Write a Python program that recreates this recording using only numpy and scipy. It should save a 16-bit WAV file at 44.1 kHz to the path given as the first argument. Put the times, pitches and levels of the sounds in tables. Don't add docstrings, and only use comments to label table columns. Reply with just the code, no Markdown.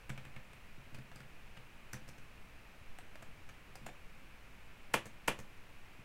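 import sys
import numpy as np
from scipy import signal
from scipy.fft import rfft, irfft
from scipy.io import wavfile
from scipy.ndimage import uniform_filter1d

SR = 44100
rng = np.random.default_rng(int(sys.argv[2]) if len(sys.argv) > 2 else 0)


def file_out(sig):
    cols = np.atleast_2d(sig).T
    lim = np.clip(cols, -1, 1)
    pcm = np.round(lim * 32767).astype(np.int16)
    wavfile.write(sys.argv[1], SR, pcm)


N = 266584

# [t/s, level/dB, tick re level/dB, desk weight re level/dB, cap f/Hz, mechanism f/Hz]
KEYSTROKES = [(0.0932, -20, -11, 2.5, 2280, 7500), (0.099, -22.5, -12, 10.5, 1460, 5570),
              (0.1757, -23.5, -14.5, 3.5, 2230, 5500), (0.25, -28, -13, -2, 2520, 7300),
              (0.362, -24.5, -21, 3, 2160, 5300), (0.531, -30.5, -12, -1, 2530, 8260),
              (0.945, -25.5, -9, 0, 2500, 4820), (0.986, -36, -8, 18, 1490, 4800),
              (1.115, -31, -16, 4, 670, 6060), (1.156, -32.5, -0.5, 10, 2600, 4880),
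              (1.2025, -29.5, -11, 5.5, 1410, 4900), (1.569, -27, -14.5, 1.5, 2900, 4770),
              (1.931, -22, 0.5, 1.5, 1490, 6000), (1.941, -23.5, -21, 5, 1810, 6000),
              (1.966, -31.5, -14, 8, 2420, 8000), (2.078, -36.5, -3, 3, 1680, 5200),
              (2.0864, -31, -1, 4, 515, 5470), (2.181, -36.5, -5, 6, 490, 6160),
              (2.985, -26, -8.5, -14, 736, 8200), (3.154, -27.5, -11.5, -7, 620, 4800),
              (3.2231, -28, -8, -3.5, 660, 7040), (3.489, -28, -10, -6, 2280, 5900),
              (3.7538, -28.5, -2, -10, 763, 5000), (3.8622, -20.5, -8, -4, 670, 7060),
              (3.884, -25, -22, -4, 720, 7500)]
# [t/s, level/dB, scrape on the way down/dB, hold/s]
HARD_BLOWS = [(4.9396, 2, -13.5, 0.1157), (5.28, 0.5, -13, 0.1085)]
# [t/s, weight level/dB]
FINGER_LANDINGS = [(0.265, -25.5), (0.778, -25.5), (0.923, -23.5), (2.018, -24.5), (3.278, -31),
                   (3.813, -24.5), (5.989, -26)]
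# [nominal f/Hz, relative energy/dB, t60/s]
DESK_MODES = [(133.3, 5, 0.22), (200.8, -3, 0.35), (229.5, 1, 0.23), (500, -50, 0.11)]
# [nominal f/Hz, relative energy/dB, t60/s]
CASE_MODES = [(263, -3, 0.012), (475, 4, 0.029), (635, -6, 0.033), (876, 5, 0.039), (1092, -2, 0.052),
              (1340, 0.5, 0.018), (1730, 3, 0.012), (2098, 1.5, 0.032), (2355, -2.5, 0.026),
              (2480, -0.5, 0.016), (2830, -2, 0.017), (3176, -6, 0.0092)]
# [nominal f/Hz, relative energy/dB, t60/s]
ROOM_MODES = [(331, 7.5, 0.31), (330, -5.5, 0.65), (422, -21, 0.23), (510, 11.5, 0.22), (578, 4, 0.38),
              (680, -14, 0.091), (920, 2, 0.23), (970, -29, 0.68), (1490, -17, 0.24), (1764, 3, 0.46),
              (1800, -35, 0.1), (2760, -1, 0.075)]
# [f/Hz, relative gain/dB]
CRACK_SPECTRUM = [(100, -2.5), (300, -3.5), (500, -2.5), (740, -8), (1000, -2.5), (1250, -7), (1800, -5.5),
                  (2600, -3), (3200, -7), (4000, -16.5), (5300, -20), (8000, -19), (11500, -20.5),
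                  (16000, -39)]
# [f/Hz, relative gain/dB]
CLACK_SPECTRUM = [(100, -24), (350, -4), (520, -0.5), (800, -1), (1050, -2.5), (1600, 1.5), (2600, -1),
                  (3700, -6.5), (8000, -56.5)]
# [f/Hz, relative gain/dB]
TICK_SPECTRUM = [(1000, -5.5), (3600, -1.5), (5300, -0.5), (8300, 1.5), (11000, -5), (16000, -8.5)]
# [f/Hz, density/dB per Hz]
AIR_DENSITY = [(5, -63), (11, -64.5), (22, -76.5), (70, -83), (190, -89), (330, -95), (800, -96.5),
               (2000, -96.5), (2500, -93.5), (2900, -99), (3400, -105), (5000, -110.5), (7500, -114),
               (16000, -118)]
# [f/Hz, t60/s]
ROOM_DECAY = [(200, 0.13), (1000, 0.28), (2500, 0.19), (7000, 0.19), (14000, 0.13)]

TOP_HZ = 15750
SIZE = 16384
AGE_S = np.arange(SIZE) / SR
KEY_KNOCK_DB, LANDING_KNOCK_DB = -8.5, -7
CONTACT_S, CAP_WIDTH_HZ = 0.004, 57
RELEASE_DB, RELEASE_TICK_DB, RELEASE_WEIGHT_DB = -26.5, -5, 5
RELEASE_CAP_HZ, RELEASE_PING_HZ = 480, 6500
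REBOUND_S, REBOUND_DB = 0.01, -4


def undb(db):
    return 10 ** (np.asarray(db) / 20)


def unit(x):
    return x / np.sqrt(np.sum(x ** 2))


def read(table, hz):
    points_hz, values = np.transpose(table)
    return np.interp(np.log(hz + 1e-3), np.log(points_hz), values)


def add(track, t_s, sound):
    start = int(t_s * SR)
    track[start:start + len(sound)] += sound[:N - start]


def decay(age_s, t60_s):
    return np.exp(-np.log(1000) * age_s / t60_s)


def colour(x, spectrum):
    gain = undb(read(spectrum, np.fft.rfftfreq(SIZE, 1 / SR)))
    cepstrum = irfft(np.log(gain))
    cepstrum[1:SIZE // 2] *= 2
    cepstrum[SIZE // 2 + 1:] = 0
    return unit(irfft(rfft(x) * np.exp(rfft(cepstrum))))


def resonate(x, hz, q):
    b, a = signal.iirpeak(hz, max(q, 1), fs=SR)
    return unit(signal.lfilter(b, a, x))


def ring(modes, detune):
    shifts = 1 + detune * rng.standard_normal(len(modes))
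    total = np.zeros(SIZE)
    for k, (hz, db, t60_s) in enumerate(modes):
        mode = np.sin(2 * np.pi * hz * shifts[k] * AGE_S) * decay(AGE_S, t60_s)
        total += (-1) ** k * undb(db) * unit(mode)
    return unit(total)


def burst(rise_s, fall_s):
    shape = (1 - np.exp(-AGE_S / rise_s)) * np.exp(-AGE_S / fall_s)
    x = rng.standard_normal(SIZE) * shape
    for _ in range(2):
        x = irfft(np.exp(1j * np.angle(rfft(x))))
        power = np.abs(uniform_filter1d(x ** 2, size=64))
        x *= shape / np.sqrt(power + 1e-12)
    return unit(x)


def air():
    density = undb(read(AIR_DENSITY, np.fft.rfftfreq(N, 1 / SR)))
    return irfft(rfft(rng.standard_normal(N)) * density, N) * np.sqrt(SR / 2)


def room(x, wet_db, standing_db, gap_s, build_s):
    hz = np.fft.rfftfreq(SIZE, 1 / SR)
    late_s = np.maximum(AGE_S - gap_s, 0)
    build = 1 - np.exp(-late_s / build_s)
    noise = np.exp(2j * np.pi * rng.random(len(hz)))
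    diffuse = np.zeros(SIZE)
    edges_hz = np.r_[0, np.geomspace(250, SR / 2, 14)]
    for lo_hz, hi_hz in zip(edges_hz, edges_hz[1:]):
        fade = decay(late_s, read(ROOM_DECAY, (lo_hz + hi_hz) / 2))
        band = irfft(noise * ((hz >= lo_hz) & (hz < hi_hz)))
        diffuse += np.sqrt(hi_hz - lo_hz) * unit(band * build * fade)
    standing = unit(build * ring(ROOM_MODES, detune=0.0012))
    response = unit(diffuse) + undb(standing_db) * standing
    return undb(wet_db) * signal.fftconvolve(x, response)[:N]


def thump(push_s):
    push = AGE_S * np.exp(-AGE_S / push_s)
    return unit(signal.fftconvolve(ring(DESK_MODES, detune=0.027), push)[:SIZE])


def knock(hz, t60_s, rise_s):
    onset = 1 - np.exp(-AGE_S / rise_s)
    return unit(np.sin(2 * np.pi * hz * AGE_S) * onset * decay(AGE_S, t60_s))


def sway(weight_db, knock_db):
    feet = knock(hz=248, t60_s=0.024, rise_s=0.0031)
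    return undb(weight_db) * (thump(push_s=0.00098) + undb(knock_db) * feet)


def bend(x, lag_s):
    hz = np.fft.rfftfreq(SIZE, 1 / SR)
    return irfft(rfft(x) * np.exp(-4j * np.pi * lag_s * np.sqrt(1000 * hz)))


def hard_strikes():
    near, far = np.zeros(N), np.zeros(N)
    crack = colour(burst(rise_s=0.0011, fall_s=0.0027), CRACK_SPECTRUM)
    travel_s, lead_s, bounce_s, wall_s = 0.004, 0.000987, 0.002437, 0.03
    for t_s, db, scrape_db, _ in HARD_BLOWS:
        slide = burst(rise_s=0.008, fall_s=0.0057)
        scrape = colour(slide, TICK_SPECTRUM) + colour(slide, CLACK_SPECTRUM)
        add(near, t_s - travel_s, undb(scrape_db) * scrape)
        case = undb(db - 2.5) * bend(ring(CASE_MODES, detune=0.004), lag_s=0.002034)
        add(near, t_s - lead_s, case)
        add(near, t_s - lead_s + bounce_s, -undb(-4.5) * case)
        add(near, t_s + wall_s, undb(-15) * case)
        rattle = colour(burst(rise_s=0.0037, fall_s=0.0022), TICK_SPECTRUM)
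        add(near, t_s, undb(db - 14.0) * rattle + undb(db - 16.5) * thump(push_s=0.00012))
        add(far, t_s, undb(db) * crack)
    return near + room(far, wet_db=-6.5, standing_db=-16.5, gap_s=0.00041, build_s=0.00089)


def releases():
    touches = []
    for t_s, _, _, held_s in HARD_BLOWS:
        for lag_s, db in ((0, 0), (REBOUND_S, REBOUND_DB)):
            touches.append((t_s + held_s + lag_s, RELEASE_DB + db, RELEASE_TICK_DB,
                            RELEASE_WEIGHT_DB, RELEASE_CAP_HZ, RELEASE_PING_HZ))
    return touches


def chatter(contact_s, uneven_db):
    bumps = np.repeat(rng.standard_normal(SIZE // 64), 64)
    return unit(burst(rise_s=contact_s / 2, fall_s=contact_s) * undb(uneven_db * bumps))


def typing():
    clicks, body = np.zeros(N), np.zeros(N)
    for t_s, db, tick_db, weight_db, cap_hz, ping_hz in KEYSTROKES + releases():
        contact = chatter(CONTACT_S, uneven_db=4)
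        ping = resonate(contact, ping_hz, q=11)
        tick = unit(colour(contact, TICK_SPECTRUM) + undb(-5.5) * ping)
        clack = colour(contact, CLACK_SPECTRUM)
        add(clicks, t_s, undb(db + tick_db) * tick + undb(db - 2.5) * clack)
        cap = resonate(contact, cap_hz, q=cap_hz / CAP_WIDTH_HZ)
        add(body, t_s, undb(db - 5.0) * cap)
        add(body, t_s, sway(db + weight_db, KEY_KNOCK_DB))
    for t_s, db in FINGER_LANDINGS:
        add(body, t_s, sway(db, LANDING_KNOCK_DB))
    return clicks + body + room(clicks, wet_db=-5, standing_db=-11.5, gap_s=0.0026, build_s=0.0025)


def scene():
    return (typing() + hard_strikes() + air())[None]


def record(dry):
    low_pass = signal.ellip(10, .1, 70, TOP_HZ, fs=SR, output="sos")
    return signal.sosfilt(low_pass, dry)


dry = scene()
out = record(dry)
file_out(out)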